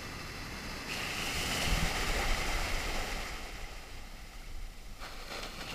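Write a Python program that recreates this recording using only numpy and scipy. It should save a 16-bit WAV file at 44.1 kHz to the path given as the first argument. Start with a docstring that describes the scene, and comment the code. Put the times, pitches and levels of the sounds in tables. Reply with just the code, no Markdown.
"""The roar of a nearing wave on a stormy beach, heard from inside a waterproof case just above the water.
The wave steepens, plunges and throws spray; its foam rushes past, fizzes out, and fresh wash splashes in.
White water is filtered noise with bubble pops and rings, its bands flickering; the case adds resonances.
Slow noise makes the wind and the boom of air pockets; clicks through resonances make spray and slaps;
decaying sines make drops and thumps; a steady hiss makes the distant surf."""
import sys
import numpy as np
from scipy.fft import rfft, irfft
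from scipy.io import wavfile
from scipy.ndimage import uniform_filter1d

SR = 44100
rng = np.random.default_rng(int(sys.argv[2]) if len(sys.argv) > 2 else 0)


def digitize_waveform(pressure):
    """Quantize a signal to 16-bit integers and store it at the path in sys.argv[1].

    Rows of a 2-D input are taken as channels; values are limited to [-1, 1].
    """
    field = np.atleast_2d(pressure).T
    bounded = np.clip(field, -1, 1)
    quanta = np.round(bounded * 32767).astype(np.int16)
    wavfile.write(sys.argv[1], SR, quanta)


N = 253134
TIME, FREQ = np.arange(N) / SR, np.maximum(np.fft.rfftfreq(N, 1 / SR), 1)  # s, Hz
TOP_HZ = 15250

# Surf far along the beach, relative spectrum: freq_hz [Hz], density_db [dB per Hz]
SHORE_SPECTRUM = [(60, -20), (160, 11.5), (350, 2), (600, -4), (1200, -4.5), (2000, -12), (2700, -9),
                  (4000, -1), (6000, -10), (9000, -13), (12000, -12), (15000, -15)]
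SHORE_DB = -61

# Wind eddies, relative spectrum: freq_hz [Hz], density_db [dB per Hz]
EDDY_SPECTRUM = [(10, -8.5), (22, 5), (38, -1), (58, -10), (90, -17.5), (150, -26.5), (300, -44),
                 (900, -80)]
# Gusts over the steady wind: start_s [s], hold_s [s], level_db [dB]
GUSTS = [(1.587, 0.18, -34.5), (1.998, 0.59, -35.5), (2.768, 0.32, -40), (4.45, 0.28, -46)]
# Foam thumping the case: start_s [s], peak_db [dB]
THUMPS = [(1.678, -28), (1.725, -26.5), (1.7752, -26.5), (1.826, -24)]
# Modes struck by each thump: freq_hz [Hz], level_db [dB re the thump's peak], t60_s [s]
THUMP_MODES = [(160.3, -7, 0.23), (146, -9, 0.076), (81, 0, 0.044)]

# Pockets of trapped air, relative spectrum: freq_hz [Hz], density_db [dB per Hz]
POCKET_SPECTRUM = [(30, -11), (65, 1.5), (110, -3), (200, -3.5), (300, -8.5), (450, -17.5), (1000, -53)]

# Patter of droplets, relative spectrum: freq_hz [Hz], density_db [dB per Hz]
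PATTER_SPECTRUM = [(1500, -27), (4000, 2), (7000, -2), (15000, -11)]
# Case resonances and shadows under the patter: freq_hz [Hz], width_hz [Hz], gain_db [dB]
PATTER_CASE = [(3380, 130, -5), (4350, 150, 28), (5800, 700, -11), (6930, 200, 5), (10200, 400, 13),
               (13450, 400, 5)]

# Slaps of water close by: start_s [s], level_db [dB], decay_s [s], centre_hz [Hz], width_hz [Hz]
SLAPS = [(.912, -42, 0.0074, 2750, 600), (0.934, -38.5, .014, 5000, 5000), (5.024, -46, 0.088, 1270, 450),
         (5.058, -44.5, 0.0051, 1900, 1500), (5.322, -54, .04, 4300, 1200),
         (5.429, -35.5, 0.0077, 3020, 2200), (5.607, -40, 0.013, 1590, 2000),
         (5.677, -41, 0.0096, 2400, 1100), (5.693, -44, 0.022, 2760, 450), (5.706, -40, .006, 2900, 3500)]
# Single drops: start_s [s], pitch_hz [Hz], peak_db [dB]
DROPS = [(3.606, 2450, -44), (3.642, 2020, -38), (3.655, 2020, -48), (4.383, 2750, -49), (4.419, 1420, -49),
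         (4.436, 2100, -48), (4.444, 2230, -51)]

# Churning water, relative spectrum: freq_hz [Hz], density_db [dB per Hz]
WATER_SPECTRUM = [(80, -21), (200, -3), (300, 0.5), (450, 0.5), (1000, -3.5), (2000, -2), (3000, -7),
                  (4000, -8), (5500, -9), (7500, -14.5), (9000, -19.5), (12000, -22), (15000, -27)]
# Case resonances and shadows, which depend on where the sound comes from:
# freq_hz [Hz], width_hz [Hz], gain_db [dB]
APPROACH_CASE = [(790, 120, 2), (1210, 170, 5.5), (1600, 200, -1.5), (2040, 250, 5.5), (2540, 130, -5),
                 (2630, 150, 10), (3250, 260, -4), (3500, 89, 5), (3720, 230, -10), (4100, 240, 5.5),
                 (4850, 500, 5.5), (5300, 250, 4.5), (5730, 310, -5), (6080, 200, 5.5), (11100, 760, 6.5),
                 (13400, 350, 5)]
BREAKER_CASE = [(600, 120, 1), (774, 170, 7), (996, 210, -4.5), (1253, 265, 5), (1605, 310, -3.5),
                (2080, 340, 6.5), (2717, 270, 5), (3110, 120, 6), (3420, 230, -3.5), (5000, 200, 4.5),
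                (6500, 370, -4.5), (7060, 600, 2), (10400, 360, 1), (12080, 100, 6), (12600, 500, -2)]
WASH_CASE = [(550, 250, 4.5), (773, 100, 7), (950, 220, -5), (1260, 490, 6.5), (1670, 94, -16),
             (2340, 120, 6), (2720, 380, 2.5), (3500, 98, 6.5), (3960, 120, -4), (4220, 330, 8.5),
             (5100, 280, 4), (5930, 310, -8), (6100, 130, 6), (8100, 300, 3), (12400, 700, -6),
             (13400, 450, 10)]
# Where large, middling and fine bubbles sound: low_hz [Hz], high_hz [Hz]
BUBBLE_ZONES = [(200, 900), (1000, 3500), (6000, 15000)]
BAND_HZ = np.geomspace(100, 14000, 13)  # centres of the flickering bands
# Roar of the breaker as it passes and fizzes out: time_s [s], level_db [dB]
BREAKER_ROAR = [(.92, -44.5), (1.28, -41), (1.62, -37.5), (2.1, -38), (2.7, -39.5), (3.15, -42),
                (3.5, -49.5), (4.15, -56.5), (4.93, -60.8)]
# Masses of foam fold over with a deep swell: time_s [s], gain_db [dB]
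FOLDS = [(2.2, 1.5), (2.93, 0.5)]
# Surges of the wash: start_s [s], hold_s [s], level_db [dB]
SURGES = [(5.003, .04, -52.5), (5.291, 0.07, -44.5), (5.418, 0.0092, -43), (5.582, .008, -49),
          (5.666, 0.034, -47.5)]

# The lip plunges, the foam front reaches the case, fresh wash runs in
PLUNGE_S, FRONT_S, WASH_S = .87, 1.35, 4.98

# The wind is weaker in the lee of rising water
LEE_DB, WIND_DB, GUST_ATTACK_S, GUST_RELEASE_S = -50.5, -46, 0.086, 0.23

# Air pockets boom under the standing wave, loudest as its tube collapses
HOLLOW_DB, COLLAPSE_DB, COLLAPSE_S, COLLAPSE_WIDTH_S = -47, -42, 1.52, 0.24
FOAM_BOOM_DB, LULL_BOOM_DB = -8.5, -62  # relative to the roar; steady
WASH_BOOM_DB, WASH_BOOM_BUILD_S = -48, 0.74

# The shower from the lip grows and rings higher until the foam front has passed
SPRAY_DB, SPRAY_GROW_DB_PER_S, SPRAY_HOLD_S, SPRAY_RELEASE_S = -45.5, 5.5, .8, .1
SPRAY_HZ, SPRAY_CLIMB_HZ_PER_S = 2662, 240
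# The wash throws a small shower that builds as it closes in
WASH_SPRAY_S, WASH_SPRAY_BUILD_S, WASH_SPRAY_DB, WASH_SPRAY_HZ = 5.36, 0.45, -48, 2760

# The nearing wave grows a little louder as it steepens
APPROACH_DB, STEEPEN_DB, STEEPEN_S = -47, 2, 0.36
# Large bubbles gain as the breaker rolls on (dB relative to the roar; s after the plunge)
YOUNG_LARGE_DB, ROLLED_LARGE_DB, ROLL_S = -6.5, -3.5, 1.2
FOLD_WIDTH_S, FOLD_LARGE_DB = 0.057, 2.5
# Fizz flares while the thrown water falls back (dB relative to the roar; s)
FOAM_FIZZ_DB, FLARE_DB, FLARE_S, FLARE_WIDTH_S = -10, 4.5, 1.45, 0.39
# Spent foam is left with its finest bubbles
SPENT_S, SPENT_FIZZ_DB_PER_S = 3.64, 4.5
# The wash runs in low, under its surges
WASH_DB, SURGE_ATTACK_S, SURGE_RELEASE_S = -51.5, 0.026, 0.038


def undb(db):
    """Logarithmic level: decibels to amplitude gain."""
    return 10 ** (np.asarray(db) / 20)


def unit(x):
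    """Normalization: scale by the standard deviation to unit spread."""
    return x / np.std(x)


def together(*gains):
    """Incoherent addition: the powers of unrelated sounds add."""
    return np.sqrt(sum(gain ** 2 for gain in gains))


def ramp(start, length):
    """Linear growth from 0 to 1."""
    return np.clip((TIME - start) / length, 0, 1)


def envelope(start, attack, hold, release):
    """Transient: linear attack, hold and exponential release."""
    after_hold = np.maximum(TIME - start - attack - hold, 0)
    return ramp(start, attack) * np.exp(-after_hold / release)


def hump(centre, width):
    """Gaussian swell of height 1."""
    return np.exp(-((TIME - centre) / width) ** 2)


def response(points, bumps=()):
    """Frequency response: a broad slope carrying Lorentzian resonances and shadows (in dB)."""
    hz, db = np.transpose(points)
    db = np.interp(np.log(FREQ), np.log(hz), db)
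    for centre, width, height in bumps:
        db = db + height / (1 + (2 * (FREQ - centre) / width) ** 2)
    return undb(db)


def colour(x, gain):
    """Linear filtering: multiply the spectrum by a gain at each frequency."""
    return irfft(rfft(x) * gain, N)


def walk(rate):
    """Low-passed noise: a smooth fluctuation of unit spread, changing about rate times a second."""
    return unit(colour(rng.standard_normal(N), np.exp(-(FREQ / rate) ** 2)))


def pops(rate, spread_db):
    """Random impulse train: bursts at rate per second, with exponentially spread levels."""
    size = undb(spread_db * np.minimum(rng.exponential(size=N), 4))
    struck = rng.random(N) < rate / SR
    return unit(struck * size * rng.choice([-1, 1], N))


def ring(start, hz, t60, rise=0):
    """Damped oscillation: a struck mode decays 60 dB in t60 while its pitch may rise."""
    age = np.maximum(TIME - start, 0) / t60
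    turns = hz * t60 * age * (1 + rise * np.minimum(age, 1) / 2)
    return np.exp(-np.log(1000) * age) * np.sin(2 * np.pi * turns)


def breaker_roar():
    """Level (dB) of the breaker's roar, linear between its points."""
    time_s, level_db = np.transpose(BREAKER_ROAR)
    return np.interp(TIME, time_s, level_db)


def shore(swell_db=1.6):
    """Superposition: breakers far along the beach merge to a soft, slowly swelling hiss."""
    hiss = unit(colour(rng.standard_normal(N), response(SHORE_SPECTRUM, BREAKER_CASE)))
    return hiss * undb(SHORE_DB + swell_db * walk(1.2))


def wind(gust_db=2.2):
    """Turbulence: eddies rumble on the case, steadily and in gusts."""
    exposed = ramp(PLUNGE_S, FRONT_S - PLUNGE_S) - ramp(WASH_SPRAY_S, WASH_SPRAY_BUILD_S)
    steady = undb(LEE_DB + (WIND_DB - LEE_DB) * exposed)
    gusts = (undb(level_db) * envelope(start_s, GUST_ATTACK_S, hold_s, GUST_RELEASE_S)
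             for start_s, hold_s, level_db in GUSTS)
    eddies = unit(colour(rng.standard_normal(N), response(EDDY_SPECTRUM)))
    # dividing by the running level removes long lulls
    eddies = eddies / np.sqrt(uniform_filter1d(eddies ** 2, size=8000))
    eddies = eddies * undb(gust_db * walk(11))
    return together(steady, *gusts) * eddies


def thumps():
    """Modal excitation: the foam front strikes the case, whose modes ring down."""
    return -sum(undb(peak_db + level_db) * ring(start_s, freq_hz, t60_s)
                for start_s, peak_db in THUMPS for freq_hz, level_db, t60_s in THUMP_MODES)


def boom(empty_s=.25):
    """Volume pulsation: large pockets of trapped air throb under the foam."""
    hollow = undb(HOLLOW_DB) * (1 - ramp(FRONT_S, empty_s))
    collapse = undb(COLLAPSE_DB) * hump(COLLAPSE_S, COLLAPSE_WIDTH_S)
    foam = undb(breaker_roar() + FOAM_BOOM_DB) * ramp(PLUNGE_S, FRONT_S - PLUNGE_S)
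    wash = undb(WASH_BOOM_DB) * ramp(WASH_S, WASH_BOOM_BUILD_S) ** 2
    strength = together(hollow, collapse, foam, wash, undb(LULL_BOOM_DB))
    return strength * unit(colour(rng.standard_normal(N), response(POCKET_SPECTRUM)))


def showers(attack_s=0.038):
    """Source strength and ring pitch (Hz) of the spray from the plunging lip and from the wash."""
    age = np.clip(TIME - PLUNGE_S, 0, SPRAY_HOLD_S)
    growth = undb(SPRAY_DB + SPRAY_GROW_DB_PER_S * age)
    lip = growth * envelope(PLUNGE_S, attack_s, SPRAY_HOLD_S, SPRAY_RELEASE_S)
    wash = undb(WASH_SPRAY_DB) * ramp(WASH_SPRAY_S, WASH_SPRAY_BUILD_S)
    pitch_hz = np.where(TIME < WASH_S, SPRAY_HZ + SPRAY_CLIMB_HZ_PER_S * age, WASH_SPRAY_HZ)
    return lip + wash, pitch_hz


def spray(ring_width_hz=420, patter_db=-10):
    """Resonance under random impacts: droplets ring the case in a band that climbs as the lip nears."""
    strength, pitch_hz = showers()
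    narrow = 1 / np.sqrt(1 + (2 * FREQ / ring_width_hz) ** 6)
    phase = 2 * np.pi * np.cumsum(pitch_hz) / SR
    # two low-passed click trains on quadrature carriers form the moving band
    ringing = sum(colour(pops(2500, spread_db=5.0), narrow) * carrier(phase) for carrier in (np.sin, np.cos))
    patter = colour(pops(1600, spread_db=14), response(PATTER_SPECTRUM, PATTER_CASE))
    return strength * (unit(ringing) + undb(patter_db) * unit(patter))


def drops():
    """Bubble oscillation: stray drops plink in the lull with rising pitch."""
    return sum(undb(peak_db) * ring(start_s, pitch_hz, t60=.035, rise=0.11)
               for start_s, pitch_hz, peak_db in DROPS)


def slaps(attack_s=0.00071):
    """Cavity resonance: sheets of water slap down in bursts of pops, pitched by the air they trap."""
    out = 0
    for start_s, level_db, decay_s, centre_hz, width_hz in SLAPS:
        age = np.maximum(TIME - start_s, 0)
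        onset = 1 - np.exp(-age / attack_s)
        burst = onset * np.exp(-np.maximum(age - 2 * attack_s, 0) / decay_s)
        detuning = (FREQ ** 2 - centre_hz ** 2) / (FREQ * width_hz)
        cavity = 1 / np.sqrt(1 + detuning ** 2)
        slap = colour(pops(15000, spread_db=-2.5), cavity * response([(4500, 5), (15000, -9)]))
        out = out + undb(level_db) * burst * unit(slap)
    return out


def bubbles(count, low_hz, high_hz, cycles, spread_db, rise):
    """Bubble resonance: newly trapped air rings for some cycles, climbing in pitch near the surface."""
    out = np.zeros(N + SR)
    for when, pitch, size, life in rng.random((count, 4)):
        hz = low_hz * (high_hz / low_hz) ** pitch
        turns = cycles * (.5 + life)
        age = np.linspace(0, 1, int(turns * SR / hz))
        peak = undb(spread_db * min(-np.log(1 - size), 4))
        phase = 2 * np.pi * turns * age * (1 + rise * age / 2)
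        start = int(when * N)
        out[start:start + len(age)] += peak * np.exp(-np.log(100) * age) * np.sin(phase)
    return unit(out[:N])


def zone_level(spectrum, low_hz, high_hz):
    """Parseval's theorem: the level (dB) in a band from its summed spectral power."""
    inside = (FREQ > low_hz) & (FREQ < high_hz)
    return 10 * np.log10(2 * np.sum(abs(spectrum[inside]) ** 2) / N ** 2)


def churn(course, case, pop_rate, pop_db, bubble_db, tumble_db, flicker_db):
    """Superposition in white water: far bubbles merge to a rush, near ones pop and ring, all in clumps."""
    level_db, large_db, fizz_db = course
    near = undb(pop_db) * pops(pop_rate, spread_db=2.5)
    ringing = undb(bubble_db) * bubbles(
        count=2500, low_hz=394.6, high_hz=4540, cycles=16.3, spread_db=1.5, rise=0.27)
    rush = unit(colour(rng.standard_normal(N) + near, response(WATER_SPECTRUM, case)))
    cased_ringing = colour(ringing, response([(20, 0), (20000, 0)], case))
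    spectrum = rfft(rush + cased_ringing)
    large, middle, fine = (zone_level(spectrum, low_hz, high_hz) for low_hz, high_hz in BUBBLE_ZONES)
    # the whole mass surges; each bubble size follows its share of the foam
    tumble = tumble_db * walk(21)
    out, below = 0, walk(30)
    for hz, pick in zip(BAND_HZ, np.eye(len(BAND_HZ))):
        band = irfft(spectrum * np.interp(np.log(FREQ), np.log(BAND_HZ), pick), N)
        deep = np.interp(np.log(hz), np.log([700, 1400]), [1, 0])
        high = np.interp(np.log(hz), np.log([2800, 7500]), [0, 1])
        tilt = deep * (large_db + middle - large) + high * (fizz_db + middle - fine)
        # neighbouring bands share a fluctuation, so they come and go together
        above = walk(34)
        out = out + band * undb(tilt + flicker_db * (below + above))
        below = above
    return out * undb(level_db - middle + tumble)


def nearing_course(large_db=-5.5, fizz_db=-10.5):
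    """Spectral balance: roar (dB), large bubbles and fizz (dB re roar) of the steepening wave."""
    return APPROACH_DB + STEEPEN_DB * ramp(PLUNGE_S - STEEPEN_S, STEEPEN_S), large_db, fizz_db


def breaker_course():
    """Spectral balance of the breaker: bright at first, then deep, at last a thin fizz."""
    level_db = breaker_roar()
    large_db = YOUNG_LARGE_DB + (ROLLED_LARGE_DB - YOUNG_LARGE_DB) * ramp(PLUNGE_S, ROLL_S) ** 2
    for time_s, gain_db in FOLDS:
        fold = hump(time_s, FOLD_WIDTH_S)
        level_db = level_db + gain_db * fold
        large_db = large_db + FOLD_LARGE_DB * fold
    flare = FLARE_DB * hump(FLARE_S, FLARE_WIDTH_S)
    spent = SPENT_FIZZ_DB_PER_S * np.maximum(TIME - SPENT_S, 0)
    return level_db, large_db, FOAM_FIZZ_DB + flare + spent


def wash_course(large_db=-3, fizz_db=-9.0, dulling=0.35, brighten_db=3):
    """Spectral balance of the wash: its fizz swells less than its roar and grows with its spray."""
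    surges = (undb(level_db) * envelope(start_s, SURGE_ATTACK_S, hold_s, SURGE_RELEASE_S)
              for start_s, hold_s, level_db in SURGES)
    level_db = 20 * np.log10(together(undb(WASH_DB), *surges))
    showering = ramp(WASH_SPRAY_S, WASH_SPRAY_BUILD_S) ** 2
    return level_db, large_db, fizz_db - dulling * (level_db - WASH_DB) + brighten_db * showering


def surf(plunge_fade_s=0.047, inflow_fade_s=0.033):
    """Power crossfading: the nearing wave gives way to its breaker, and the spent foam to fresh wash."""
    plunge = ramp(PLUNGE_S, plunge_fade_s)
    unbroken = 1 - ramp(PLUNGE_S, FRONT_S - PLUNGE_S) ** 2
    inflow = ramp(WASH_S, inflow_fade_s) ** 2
    nearing = churn(nearing_course(), APPROACH_CASE, pop_rate=3000, pop_db=-6.5,
                    bubble_db=-17.0, tumble_db=0.5, flicker_db=0.23)
    breaking = churn(breaker_course(), BREAKER_CASE, pop_rate=3000, pop_db=-4,
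                     bubble_db=-12, tumble_db=0.5, flicker_db=0.52)
    washing = churn(wash_course(), WASH_CASE, pop_rate=2000, pop_db=-1.5,
                    bubble_db=-8.5, tumble_db=0.96, flicker_db=0.2)
    foam = breaking * np.sqrt(plunge * (1 - inflow))
    return nearing * np.sqrt(unbroken) + foam + washing * np.sqrt(inflow)


def scene():
    """Linear superposition: all sources add at one point inside the case, alike in both channels."""
    mono = shore() + wind() + thumps() + boom() + spray() + drops() + slaps() + surf()
    return np.array([mono, mono])


def record(dry):
    """Band limiting: a steep low-pass falls to silence within 100 Hz above TOP_HZ."""
    return colour(dry, np.clip((TOP_HZ - FREQ) / 100 + 1, 0, 1))


dry = scene()
out = record(dry)
digitize_waveform(out)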